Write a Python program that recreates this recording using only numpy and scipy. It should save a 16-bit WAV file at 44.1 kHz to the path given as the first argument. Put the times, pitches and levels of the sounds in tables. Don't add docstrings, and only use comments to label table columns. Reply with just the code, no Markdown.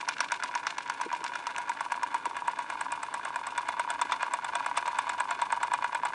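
import sys
import numpy as np
from scipy import signal
from scipy.fft import rfft, irfft
from scipy.io import wavfile

SR = 44100
rng = np.random.default_rng(int(sys.argv[2]) if len(sys.argv) > 2 else 0)


def waveform_to_disk(signal):
    frames = np.transpose(np.atleast_2d(signal))
    scaled = np.clip(frames, -1, 1) * 32767
    samples = np.round(scaled).astype(np.int16)
    wavfile.write(sys.argv[1], SR, samples)


N = 270765
TIME = np.arange(N) / SR

# time in seconds, turns per second.
SPEED = [(0, 8.568), (.6, 8.657), (1.2, 8.766), (2.2, 8.972), (3.2, 9.102), (4, 9.249), (4.8, 9.209),
         (6.14, 9.556)]
FIRST_PORT_S = .0876

# pitch in Hz, width in Hz, relative level in dB.
TIN_MODES = [(670, 130, -12), (704, 20, -14.5), (973.7, 45.5, 1), (1047, 47, -10), (1112, 60, -4.5),
             (1446, 66, -9.5), (1530, 800, -28), (1521, 93, -6), (1628, 87, -3.5), (2000, 152, -8.5),
             (2164, 82, -12.5), (2424, 71, -12.5), (2680, 270, -16), (2930, 54, -19), (3446, 54, -19.5),
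             (4220, 67, -31), (4240, 170, -41.5), (5300, 550, -41), (5330, 63, -45.5), (6130, 35, -40)]
# pitch in Hz, width in Hz, depth in dB.
HOLLOWS = [(1867, 154, -16), (3125, 460, -5.5)]

# share of a turn after the port opens, dB at the start,
# dB towards which it moves with speed.
CRANK_FRICTION = [(0, 2, 3), (0.099, -3, 2.5), (0.201, -1.5, 1.5), (0.258, 0, -7), (0.317, 0, -3.5),
                  (0.437, 0.5, -1.5), (.54, -5, -6), (.63, -3.5, -8.5), (0.721, 1.5, -4.5),
                  (0.799, -5.5, 3), (0.869, -7, 3.5), (.94, -4, -6)]
# time in seconds, level in dB before filtering.
RUBBING = [(0, -44.5), (1.1, -40.5), (2, -41.5), (3, -41.5), (4, -40), (5, -39), (6.14, -42)]
CLUMP_S, CLUMP_DB = .004, 7
SLIPS_PER_S, SLIP_SPREAD_DB = 1300, 16

# pitch in Hz, relative density in dB per Hz.
SPUTTER_COLOUR = [(1500, 11), (2400, 15.5), (3300, 9.5), (4400, 5), (5800, 0.5), (7500, -2), (10000, -25)]
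# time of the peak in seconds, level in dB before the
# crackle, fall in seconds.
WATER_SLUGS = [(0.012, -35, 0.0018), (0.083, -36, 0.0027), (0.183, -38, 0.0029), (0.211, -45, 0.0026),
               (0.229, -51, 0.002), (0.244, -33, 0.002), (0.342, -34.5, 0.0026), (0.459, -39, 0.0022),
               (0.574, -35.5, 0.0037), (0.677, -42, 0.0047), (0.694, -45, 0.0022), (0.706, -34.5, 0.0026),
               (0.809, -42, 0.0012), (0.878, -36, 0.0017), (1.035, -41, 0.0028), (1.151, -35, 0.0021),
               (1.265, -38.5, 0.0022), (1.279, -38, 0.0027), (1.338, -37, 0.0016), (1.563, -35, 0.0013),
               (1.719, -37, 0.0016), (1.926, -54, 0.005), (4.021, -32.5, 0.0023), (4.113, -33, 0.002),
               (4.126, -34, 0.0031), (4.21, -40.5, 0.0016), (4.222, -41, 0.0024), (4.343, -41, 0.0035),
               (4.716, -54, 0.0018), (4.767, -34, 0.0028), (4.777, -24.5, 0.0024), (4.86, -35.5, 0.0033),
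               (5.214, -47, 0.0026), (5.398, -51, 0.0014), (5.927, -50, 0.0016)]

# pitch in Hz, relative density in dB per Hz.
BOILER_COLOUR = [(1500, 26), (2500, 32.5), (4000, 21.5), (6000, -10), (8000, -21), (10000, -13)]
# time in seconds, level in dB before a gain that depends on the crank angle.
BOILER_HISS = [(0, -69), (1.1, -58.5), (3, -58), (4, -56.5), (6.14, -59)]
# pitch in Hz, relative density in dB per Hz.
THIN_HISS_COLOUR = [(3000, 0), (10000, -1), (11000, -40)]
THIN_HISS_DB = -63.5
WAVER_DB, WAVERS_PER_S = 1.8, 70

# pitch in Hz, relative density in dB per Hz.
DRONE_COLOUR = [(52, -7.5), (72, 8), (95, -8), (120, 5.5), (170, -11.5), (300, -11), (600, -49)]
DRONE_DB = (-82, -69.5)
# pitch in Hz, relative density in dB per Hz.
RUMBLE_COLOUR = [(25, -27), (45, -22.5), (58, -11), (75, -8), (95, -14), (120, -5), (180, -3.5),
                 (240, -2.5), (282, 6), (330, -0.5), (376, 0.5), (440, -1), (600, 0), (1200, -45.5)]
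RUMBLE_DB = -57.5

# share of a turn,
# ring in dB slow, ring in dB fast, clank in dB slow, clank in dB fast.
LIGHT_CLACKS = [(.195, -41.5, -34, -32.5, -46), (.28, -39.5, -47.5, -38, -46), (.675, -60, -43, -54, -40),
                (.76, -52, -36, -59, -38.5), (.828, -55, -38, -35, -41.5), (.9, -30, -41, -38.5, -38)]
# time in seconds, ring in dB, clank in dB.
HARD_CLACKS = [(0.0275, -35.5, -41), (0.0762, -33, -32.5), (0.1092, -36, -32), (0.1668, -50.0, -31.0),
               (0.1833, -46, -37), (0.1922, -35, -29), (0.2283, -46, -28), (0.2435, -46, -35),
               (0.2606, -35, -41), (0.3085, -38, -28.5), (0.3425, -33, -31), (0.3995, -50.0, -31),
               (0.4242, -39, -23), (0.4582, -50.0, -35), (0.4929, -34.0, -46), (0.5121, -36, -32.5),
               (0.5221, -38.0, -50.0), (0.5401, -37, -28), (0.5744, -32, -30), (0.5835, -42, -40),
               (0.6303, -42, -30.5), (0.6383, -36, -50.0), (0.6552, -38.0, -37), (0.6911, -43, -33),
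               (0.6999, -39, -38), (0.7246, -35, -35), (0.7705, -39, -34.0), (0.8053, -35, -31.0),
               (0.8139, -44, -42.0), (0.8612, -36, -36), (0.8749, -44, -38.0), (0.8852, -37, -33),
               (1.0002, -29, -34), (1.0343, -36, -28.5), (1.0906, -38, -32), (1.1025, -52, -31),
               (1.1151, -30, -31), (1.1617, -35, -36), (1.2319, -31.5, -48), (1.2636, -39, -31),
               (1.3187, -31.5, -33), (1.3348, -36, -27), (1.3431, -41.0, -37), (1.3724, -39, -37),
               (1.3879, -44, -38.0), (1.4111, -39, -50.0), (1.4569, -46, -33.0), (1.4905, -42, -32.0),
               (1.5456, -52, -33), (1.5549, -36, -45), (1.5696, -44, -35.0), (1.6142, -53, -36.5),
               (1.6554, -48, -36), (1.67, -50.0, -44), (1.6823, -40, -31.0), (1.7168, -37, -30.5),
               (1.7254, -40, -50.0), (1.7719, -38.0, -31), (1.795, -51, -30.5), (1.9416, -36, -30),
               (1.9531, -30.5, -50.0), (1.9947, -46, -34), (2.0224, -31, -50.0), (2.0631, -48, -33),
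               (2.1048, -47, -36), (2.1327, -37, -47), (2.1657, -52, -33), (2.1901, -39, -50.0),
               (2.2446, -37, -50.0), (2.3314, -38, -50.0), (2.3539, -34, -32), (2.4659, -36, -41),
               (2.5006, -53, -35), (2.6619, -51, -36.5), (2.6869, -49, -37.0), (2.7224, -32, -50.0),
               (2.7727, -39, -38), (2.7973, -37, -39.0), (2.8321, -36, -40.0), (2.8559, -35, -50.0),
               (2.8823, -45, -36), (2.9419, -45, -33), (2.9508, -33, -54), (2.9658, -41, -53),
               (3.0051, -37.0, -50.0), (3.0522, -38, -40.0), (3.115, -39, -52), (3.1722, -34.0, -46),
               (3.2119, -48, -39), (3.2372, -46, -32), (3.2717, -34, -50.0), (3.2784, -31, -50.0),
               (3.3408, -35, -37), (3.3892, -33, -38), (3.4312, -44.0, -37), (3.4877, -41, -57),
               (3.498, -39, -56), (3.5508, -37, -53), (3.5593, -39, -31), (3.5955, -31, -52),
               (3.6078, -33, -50.0), (3.6511, -42, -42), (3.6731, -43.0, -33), (3.7039, -35, -38),
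               (3.7671, -33, -50.0), (3.7759, -33, -34), (3.8754, -32, -48), (3.8872, -35, -30.5),
               (3.9331, -31, -48), (3.9834, -35, -54), (3.9924, -30.0, -33), (4.0394, -39, -40.5),
               (4.0544, -32, -43.0), (4.0976, -32, -31), (4.1519, -34.5, -50.0), (4.195, -49.5, -34),
               (4.2077, -32.0, -28.5), (4.214, -30.5, -39), (4.2452, -34, -47), (4.2541, -36, -50.0),
               (4.265, -29.5, -47), (4.31, -36, -47), (4.3285, -33, -41), (4.4213, -49, -39),
               (4.4644, -34.0, -52), (4.4721, -35.0, -47), (4.5341, -28, -33), (4.5458, -34.0, -48),
               (4.5845, -36, -41), (4.6479, -36, -33), (4.6908, -35, -52), (4.7426, -34, -46),
               (4.7611, -32, -38), (4.8011, -32, -50.0), (4.8553, -29, -42), (4.8682, -28, -32),
               (4.909, -39, -37), (4.9503, -38, -35), (5.0679, -29, -50.0), (5.0784, -28.0, -37),
               (5.1141, -36.0, -45), (5.1233, -35.5, -48), (5.1364, -38, -46), (5.1832, -33, -36),
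               (5.2203, -33, -42), (5.2336, -33.5, -43), (5.2745, -35, -42), (5.2897, -33, -35),
               (5.3517, -31, -50.0), (5.3899, -33, -36.0), (5.3974, -36, -29), (5.5037, -32, -30.5),
               (5.5415, -35, -50.0), (5.5525, -37, -37.0), (5.5655, -31, -50.0), (5.6045, -39, -35.0),
               (5.6119, -27, -49), (5.6481, -30, -50.0), (5.7103, -36.0, -33), (5.7174, -27, -31.0),
               (5.7287, -45, -35), (5.7641, -47, -50.0), (5.8235, -27, -36), (5.9217, -37.0, -36),
               (5.9287, -26.5, -32), (5.975, -39, -52), (5.9892, -35, -50.0), (6.0336, -24.0, -32),
               (6.0811, -33.5, -46), (6.134, -30, -30)]

# pitch in Hz, relative density in dB per Hz.
GASP_COLOUR = [(2000, -8), (2800, 3.5), (3600, -3), (4500, -6.5), (7000, -9.5)]

# port opening in seconds, steam rush in dB, steam sizzle in dB, the piston's wait
# in seconds, thud in dB, ring in dB, clank in dB, rebound in dB, rebound delay in seconds.
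STROKES = [(0.087, -19.5, -23.5, 0.0015, -23, -54, -17.0, -30.5, 0.00476),
           (0.2048, -18, -24, 0, -46, -40, -20, -25, 0.0048),
           (0.319, -22.5, -25, 0.0013, -23, -34, -21.5, -28.5, 0.00511),
           (0.4353, -23, -24.5, 0.0032, -40.0, -30, -25, -29, 0.00494),
           (0.5512, -27.0, -30.5, 0.0043, -39, -26.5, -23.5, -34, 0.00511),
           (0.6682, -21.5, -32, 0.00075, -25, -36, -24, -30, 0.00505),
           (0.7818, -26, -30.5, 0.0018, -28, -27.0, -27, -32, 0.0049),
           (0.8973, -27, -29.5, 0.0015, -42, -28.5, -22.5, -32, 0.00501),
           (1.0124, -25.5, -28.5, 0.0015, -47, -27.5, -29, -30, 0.00484),
           (1.1278, -29.5, -35, 0.0012, -22, -25, -34, -30, 0.00511),
           (1.2409, -26.5, -30.5, 0.0068, -43, -29, -33, -33, 0.00664),
           (1.354, -28, -33.5, 0.0025, -30, -32, -24.5, -37, 0.00535),
           (1.4682, -26, -31.5, 0.0, -27.0, -30.5, -33, -29.5, 0.00529),
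           (1.5809, -28.5, -28.5, 0.0011, -22, -35, -24.5, -36, 0.00539),
           (1.694, -28, -27.5, 0.00041, -42, -27, -31.0, -26.0, 0.00535),
           (1.807, -29.0, -30.5, 0.0, -24, -27, -28.5, -28, 0.00456),
           (1.9194, -27.5, -27, 0.00049, -38, -23.5, -23.5, -33, 0.00535),
           (2.0313, -27, -28.5, 0, -37, -24.5, -24, -24.5, 0.00515),
           (2.1432, -31.0, -28, 0, -36, -23, -28, -23.5, 0.00535),
           (2.2552, -27, -28, 0, -27, -25, -30.0, -29.5, 0.00515),
           (2.3664, -33.0, -33, 0.00074, -42, -26.5, -27.5, -29.5, 0.00724),
           (2.477, -38, -28.5, 0.0032, -30.0, -22, -26, -32, 0.00525),
           (2.588, -34.0, -32, 0.0018, -22, -25, -29, -40, 0.00535),
           (2.6996, -33.0, -29, 0.0013, -26.0, -28.5, -25.5, -32, 0.00475),
           (2.8092, -31, -25, 0.0027, -33, -22.5, -24, -47, 0.00539),
           (2.92, -28.5, -27, 0.0038, -40.0, -25, -25.5, -37, 0.00535),
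           (3.03, -31, -28.5, 0.0024, -24, -29.5, -27.0, -27.5, 0.00576),
           (3.1402, -27.5, -28, 0.0038, -29.5, -26, -28.5, -31, 0.0063),
           (3.25, -34, -30, 0.0036, -19, -33, -25, -29, 0.00664),
           (3.359, -31, -31, 0, -18, -25.5, -24.5, -41, 0.00529),
           (3.4675, -30, -29, 0.0018, -19.5, -32.0, -29.0, -26.5, 0.00674),
           (3.5773, -23, -24.5, 0.0028, -24, -22, -23.5, -34.5, 0.00519),
           (3.6857, -24.5, -26, 0.0028, -17.5, -24, -23.5, -36.5, 0.00476),
           (3.795, -22, -26, 0.0027, -34.5, -22.5, -25.5, -31, 0.00521),
           (3.9024, -24, -22.5, 0.00071, -14.5, -33, -22, -29.0, 0.00515),
           (4.0143, -21, -23, 0.0037, -35.0, -17.5, -27, -40, 0.00505),
           (4.1207, -18.5, -30, 0.0063, -40.0, -26.5, -33, -32, 0.00511),
           (4.227, -27, -30.5, 0.003, -24.5, -22.0, -20.5, -29, 0.00484),
           (4.3356, -27.5, -23.5, 0.0021, -17.5, -19.5, -24, -30.5, 0.00525),
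           (4.4445, -28.0, -28.5, 0.0016, -39, -27, -25.0, -31, 0.0065),
           (4.553, -24.5, -25, 0.0025, -15.5, -24.0, -24.5, -36, 0.00521),
           (4.6608, -27, -26, 0.0025, -19, -23.0, -23, -31, 0.0049),
           (4.772, -24, -20.5, 0.0018, -14, -19.5, -32, -39, 0.006),
           (4.8773, -25.5, -28.5, 0.0023, -21, -23, -29, -34, 0.00511),
           (4.9863, -21, -22.5, 0.0021, -40, -19.5, -24.5, -25.5, 0.0046),
           (5.093, -22, -24, 0.0037, -19, -27.0, -25.5, -37, 0.0049),
           (5.2007, -26, -24, 0.0039, -28, -19.5, -22, -24, 0.00484),
           (5.3078, -26, -26.5, 0.0031, -16.5, -21.5, -23.5, -31, 0.00539),
           (5.4162, -21.5, -26, 0.0031, -42, -21, -25, -31, 0.00529),
           (5.5224, -30, -25.5, 0.0027, -22.5, -20.0, -21.5, -20, 0.00555),
           (5.6298, -25, -24, 0.0019, -40.0, -23, -22.5, -31, 0.00539),
           (5.7352, -22, -23.5, 0.0019, -40.0, -21, -21.5, -22.0, 0.0063),
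           (5.8411, -29, -35, 0.0028, -29, -22.5, -21.5, -31, 0.00535),
           (5.947, -23.0, -28.5, 0.003, -41, -26, -22.5, -25.5, 0.00535),
           (6.0512, -24.5, -26.5, 0.004, -40.0, -25, -23.5, -23, 0.00586)]
# multiple of the rebound delay, dB added to the rebound.
BOUNCES = [(.6, -10), (1, -4), (1.4, -6.5)]
# pitch in Hz, relative density in dB per Hz.
SPIT_EARLY_COLOUR = [(500, 5.5), (1200, 9.5), (2500, 4), (4400, -3), (5800, 6), (7000, -2), (8200, -3)]
# pitch in Hz, relative density in dB per Hz.
SPIT_LATE_COLOUR = [(500, 9.5), (1200, 20.5), (2500, 7), (3100, -6.5), (3500, 5.5), (4500, -8),
                    (5800, -14.5), (7000, 3.5), (8300, 11.5), (9000, 0.5)]
SIZZLE_HZ = 6500
# time in seconds, gain in dB.
WALL_RING = [(0, -46), (3, -39), (4.1, -21), (4.8, -25), (6.14, -45)]
# pitch in Hz, relative density in dB per Hz.
PUFF_COLOUR = [(1300, 1), (1600, -1), (2000, 11), (2500, 7), (3100, 4.5), (3550, 5.5), (4400, -2),
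               (7000, -13.5), (10000, -46), (12000, -46)]

# time in seconds, strength in dB, pitch in Hz.
BUMPS = [(1.058, -31.5, 420), (1.208, -41, 398), (2.264, -38.5, 440), (4.047, -42.5, 393)]
# multiple of its pitch, width in Hz, relative level in dB.
BUMP_MODES = [(.7, 69, -1.5), (.82, 34.7, 1), (.98, 160, 9), (1.15, 70, 4)]
# time in seconds,
# ring in dB, clank in dB.
RETURNS = [(1.526, -52, -57), (1.6372, -39, -55), (1.751, -35, -46.0), (1.8617, -28.5, -52),
           (1.9758, -29.5, -47), (2.0867, -36.5, -46), (2.1989, -38, -45), (2.3105, -29.5, -56),
           (2.42, -27.5, -53), (2.5331, -33.5, -39), (2.643, -38, -47), (2.754, -30, -52),
           (2.8637, -27, -54), (2.9752, -30.0, -50.0), (3.0848, -30.5, -49), (3.1948, -30.5, -48),
           (3.304, -29, -44), (3.4133, -29.5, -50.0), (3.5232, -30.5, -50.0), (3.6315, -30.5, -54),
           (3.7394, -29.5, -54), (3.8475, -30.0, -57), (3.9576, -32, -42), (4.0695, -44.0, -32),
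           (4.174, -36, -52), (4.2805, -29.0, -36), (4.3878, -26.5, -50.0), (4.498, -28.5, -45),
           (4.605, -24.0, -50.0), (4.7126, -26.0, -32), (4.8258, -28, -27.5), (4.9297, -27.5, -50.0),
           (5.041, -33, -50.0), (5.1463, -30.0, -48), (5.2537, -26.5, -52), (5.3617, -35, -52),
           (5.4674, -30.5, -52), (5.574, -28, -50.0), (5.6808, -29.0, -49), (5.7875, -27, -49),
           (5.8937, -34, -43), (5.9985, -33, -36), (6.1033, -29.5, -42)]

# delay in seconds, level in dB before the dulling.
ECHOES = [(.0021, -17.5), (.007, -31.5)]
ROOM_T60_S = 0.45
CUTOFF_HZ = 10000


def from_db(db):
    return 10 ** (np.asarray(db) / 20)


def rms_one(x):
    return x / np.sqrt(np.mean(x ** 2) + 1e-20)


def noise(colour):
    hz, level_db = np.transpose(colour)
    bins = np.maximum(np.arange(N // 2 + 1) * SR / N, 1)
    gain = from_db(np.interp(np.log(bins), np.log(hz), level_db))
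    gain = gain * np.minimum(bins / hz[0], 1) ** 2
    return rms_one(irfft(rfft(rng.standard_normal(N)) * gain, N))


def vary(spread_db, count):
    return spread_db * (2 * rng.random(count) - 1)


def follow(curve, times):
    s, *columns = np.transpose(curve)
    return np.array([np.interp(times, s, column) for column in columns])


def flywheel():
    turns = np.cumsum(follow(SPEED, TIME)[0]) / SR
    return turns - np.interp(FIRST_PORT_S, TIME, turns)


def with_speed(slow, fast, times):
    return np.interp(follow(SPEED, times)[0], [SPEED[0][1], SPEED[-1][1]], [slow, fast])


def each_turn(turns, share, jitter_s):
    times = TIME[1:][np.diff(np.floor(turns - share)) > 0]
    return times + jitter_s * rng.standard_normal(len(times))


def clicks(times, sizes):
    out = np.zeros(N)
    samples = np.clip(np.round(times * SR).astype(int), 0, N - 1)
    np.add.at(out, samples, sizes)
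    return out


def ring(force, hz, width_hz):
    radius, angle = np.exp(-np.pi * width_hz / SR), 2 * np.pi * hz / SR
    feedback = [1, -2 * radius * np.cos(angle), radius * radius]
    return signal.lfilter([0, np.sin(angle)], feedback, force + 1e-18)


def strike(times, thud_db, ring_db, clank_db, scatter_db, smear_s):
    out = np.zeros(N)
    chance = rng.standard_normal((len(times), len(TIN_MODES)))
    delay = rng.random((len(times), len(TIN_MODES)))
    for k, (hz, width_hz, mode_db) in enumerate(TIN_MODES):
        blow_db = thud_db if hz < 760 else ring_db if hz < 1260 else clank_db
        arrival = times + smear_s * delay[:, k] * (hz > 1850)
        sizes = from_db(blow_db + mode_db + scatter_db * chance[:, k])
        out += ring(clicks(arrival, sizes), hz, width_hz)
    return out


def choke(times, hold_s, fade_s, depth_db):
    latest = np.maximum(np.searchsorted(times, TIME + .001) - 1, 0)
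    age = TIME - times[latest]
    return from_db(depth_db * np.clip((age - hold_s) / fade_s, 0, 1))


def crackle(depth_db):
    steps = np.arange(0, N, SR // 2000)
    jumps = np.clip(rng.standard_normal(len(steps)), -1.2, 1.2)
    return rms_one(from_db(depth_db * np.interp(np.arange(N), steps, jumps)))


def splashes(times, levels_db, falls_s):
    envelope, age = np.zeros(N), TIME[:SR // 15]
    for s, db, fall_s in np.broadcast(times, levels_db, falls_s):
        start = max(round((s - fall_s) * SR), 0)
        shape = age / fall_s * np.exp(1 - age / fall_s)
        envelope[start:start + len(age)] += from_db(db) * shape[:N - start]
    return envelope


def crank_friction(turns):
    share, slow_db, fast_db = np.transpose(CRANK_FRICTION)
    slow = np.interp(turns, share, slow_db, period=1)
    fast = np.interp(turns, share, fast_db, period=1)
    return from_db(slow + (fast - slow) * with_speed(0, 0.88, TIME))


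def clumps():
    steps = np.arange(0, N, round(CLUMP_S * SR))
    swing = np.interp(np.arange(N), steps, rng.uniform(-1.3, 1, len(steps)))
    return rms_one(from_db(CLUMP_DB * swing))


def scrape(friction, earliness, tilt_db, early_tilt_db):
    sizes = rng.choice([-1, 1], N) * from_db(SLIP_SPREAD_DB * rng.random(N))
    slips = rng.random(N) < SLIPS_PER_S / SR
    force = slips * sizes * friction * clumps()
    out = np.zeros(N)
    for hz, width_hz, mode_db in TIN_MODES:
        octaves = np.log2(hz / TIN_MODES[3][0])
        gain = from_db(mode_db + octaves * (tilt_db + early_tilt_db * earliness))
        out += gain * ring(force, hz, width_hz)
    return from_db(follow(RUBBING, TIME)[0]) * rms_one(out)


def wet_sputter(friction, earliness):
    return from_db(-46.5) * earliness * friction ** 3.4 * crackle(depth_db=13) * noise(SPUTTER_COLOUR)


def boiler_hiss(crank_gain):
    return from_db(follow(BOILER_HISS, TIME)[0]) * crank_gain ** 1.4 * noise(BOILER_COLOUR)


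def thin_hiss(turns):
    steps = np.arange(0, N + SR, round(SR / WAVERS_PER_S))
    waver = np.interp(np.arange(N), steps, rng.uniform(-2.4, 1, len(steps)))
    cycle = np.sin(2 * np.pi * (turns - .15))
    return from_db(THIN_HISS_DB) * from_db(WAVER_DB * (cycle + waver)) * noise(THIN_HISS_COLOUR)


def drone():
    return from_db(with_speed(*DRONE_DB, TIME)) * noise(DRONE_COLOUR)


def room_rumble():
    return from_db(RUMBLE_DB) * noise(RUMBLE_COLOUR)


def joints(turns, thud_db, spread_db):
    hard = np.transpose(HARD_CLACKS)
    blows = [hard]
    for share, ring_slow, ring_fast, clank_slow, clank_fast in LIGHT_CLACKS:
        times = each_turn(turns, share, jitter_s=0.000977)
        luck = vary(spread_db, count=len(times))
        ring_db = with_speed(ring_slow, ring_fast, times) + luck
        clank_db = with_speed(clank_slow, clank_fast, times) + luck
        clear = abs(times[:, None] - hard[0]).min(axis=1) > .005
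        blows.append(np.array([times, ring_db, clank_db])[:, clear])
    times, ring_db, clank_db = np.hstack(blows)
    clacks = strike(times, ring_db + thud_db, ring_db, clank_db, scatter_db=3.0, smear_s=0.0026)
    return clacks * choke(np.sort(times), hold_s=0.0093, fade_s=0.0033, depth_db=-3.5)


def gasp(turns, share, slow_db, fast_db, fall_s):
    times = each_turn(turns, share, jitter_s=0.0025)
    levels_db = with_speed(slow_db, fast_db, times) + vary(2.4, count=len(times))
    return splashes(times, levels_db, fall_s) * noise(GASP_COLOUR)


def splutters():
    return splashes(*np.transpose(WATER_SLUGS)) * crackle(depth_db=11.0) * noise(SPUTTER_COLOUR)


def spit(ports, rush_db, sizzle_db, earliness, rise_s, fall_s):
    envelopes, age = np.zeros((2, N)), TIME[:SR // 10]
    shape = np.minimum(age / rise_s, 1) ** 2 * np.exp(-np.maximum(age - rise_s, 0) / fall_s)
    for s, *levels_db in zip(ports, rush_db, sizzle_db):
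        start = round((s - 0.71 * rise_s) * SR)
        envelopes[:, start:start + len(age)] += np.outer(from_db(levels_db), shape[:N - start])
    jet = np.sqrt(earliness) * noise(SPIT_EARLY_COLOUR) + np.sqrt(1 - earliness) * noise(SPIT_LATE_COLOUR)
    rush = signal.sosfiltfilt(signal.butter(6, SIZZLE_HZ, fs=SR, output="sos"), jet)
    sizzle = jet - rush
    return (envelopes[0] * rush + envelopes[1] * sizzle) * crackle(depth_db=3.2)


def wall_ring(steam):
    return from_db(follow(WALL_RING, TIME)[0]) * ring(steam, hz=3540, width_hz=98)


def piston(ports, waits_s, knock_db, rebound_db, delays_s, thud_db, clank_db):
    times = ports + waits_s
    blows = strike(times, *knock_db, scatter_db=1.5, smear_s=0.00295)
    for multiple, bounce_db in BOUNCES:
        ring_db = rebound_db + bounce_db
        blows = blows + strike(times + multiple * delays_s, ring_db + thud_db, ring_db, ring_db + clank_db,
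                               scatter_db=2.0, smear_s=0.0024)
    return blows * choke(times, hold_s=0.016, fade_s=0.001, depth_db=-26.0)


def exhaust(ports, levels_db, after_s, fall_s, tail_db):
    puffs = splashes(ports + after_s, levels_db + tail_db, fall_s)
    return puffs * crackle(depth_db=2.5) * noise(PUFF_COLOUR)


def bumps(contact_hz):
    out = np.zeros(N)
    for s, db, hz in BUMPS:
        for k, (ratio, width_hz, mode_db) in enumerate(BUMP_MODES):
            blow = clicks(np.array([s]), from_db(db + mode_db))
            out += ring(blow, hz * ratio, width_hz) * (-1) ** k
    return signal.sosfilt(signal.butter(2, [200, contact_hz], "band", fs=SR, output="sos"), out)


def return_stroke(thud_db):
    times, ring_db, clank_db = np.transpose(RETURNS)
    pings = strike(times, ring_db + thud_db, ring_db, clank_db, scatter_db=1.0, smear_s=0.0024)
    return pings * choke(times, hold_s=.007, fade_s=.004, depth_db=-9)


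def disperse(x, slow_hz, count):
    pole = np.exp(-2 * np.pi * slow_hz / SR)
    return signal.sosfilt(np.tile([-pole, 1, 0, 1, -pole, 0], (count, 1)), x)


def radiate(x, edge_hz):
    return signal.sosfilt(signal.butter(5, edge_hz, "high", fs=SR, output="sos"), x)


def hollow(x):
    for hz, width_hz, depth_db in HOLLOWS:
        band = signal.lfilter(*signal.iirpeak(hz, hz / width_hz, fs=SR), x)
        x = x - (1 - from_db(depth_db)) * band
    return x


def room(x, wet_db, wall_hz):
    age = TIME[:SR // 3]
    tail = rng.standard_normal(len(age)) * from_db(-60 * age / ROOM_T60_S) * (age > .008)
    response = from_db(wet_db) * tail / np.sqrt(np.sum(tail ** 2))
    for delay_s, echo_db in ECHOES:
        response[round(delay_s * SR)] += from_db(echo_db)
    response = signal.sosfilt(signal.butter(1, wall_hz, fs=SR, output="sos"), response)
    return x + signal.fftconvolve(x, response)[:N]


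def scene():
    turns = flywheel()
    friction = crank_friction(turns)
    earliness = 1 / (1 + (TIME / 1.42) ** 2)
    ports, rush_db, sizzle_db, waits_s, *knock_db, rebound_db, delays_s = np.transpose(STROKES)

    tin = scrape(friction, earliness, tilt_db=4.0, early_tilt_db=-4.5)
    tin = tin + joints(turns, thud_db=-0.5, spread_db=3.5)
    tin = tin + piston(ports, waits_s, knock_db, rebound_db, delays_s, thud_db=-22.0, clank_db=-18.0)
    tin = tin + return_stroke(thud_db=-16.0)
    tin = radiate(disperse(tin, slow_hz=2425, count=6), edge_hz=747)

    water = wet_sputter(friction, earliness) + splutters()
    steam = spit(ports, rush_db, sizzle_db, earliness, rise_s=0.0036, fall_s=0.0029)
    steam = steam + wall_ring(steam)
    steam = steam + gasp(turns, share=0.349, slow_db=-48, fast_db=-47, fall_s=0.0042)
    steam = steam + exhaust(ports, rush_db, after_s=0.008, fall_s=0.0065, tail_db=-20.5)

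    near = hollow(tin + radiate(steam + water, edge_hz=623)) + bumps(contact_hz=710)
    background = boiler_hiss(friction) + thin_hiss(turns) + drone() + room_rumble()
    return (room(near, wet_db=-16.5, wall_hz=4100) + background)[None]


def record(dry):
    return signal.sosfilt(signal.ellip(12, .2, 75, CUTOFF_HZ, fs=SR, output="sos"), dry)


dry = scene()
out = record(dry)
waveform_to_disk(out)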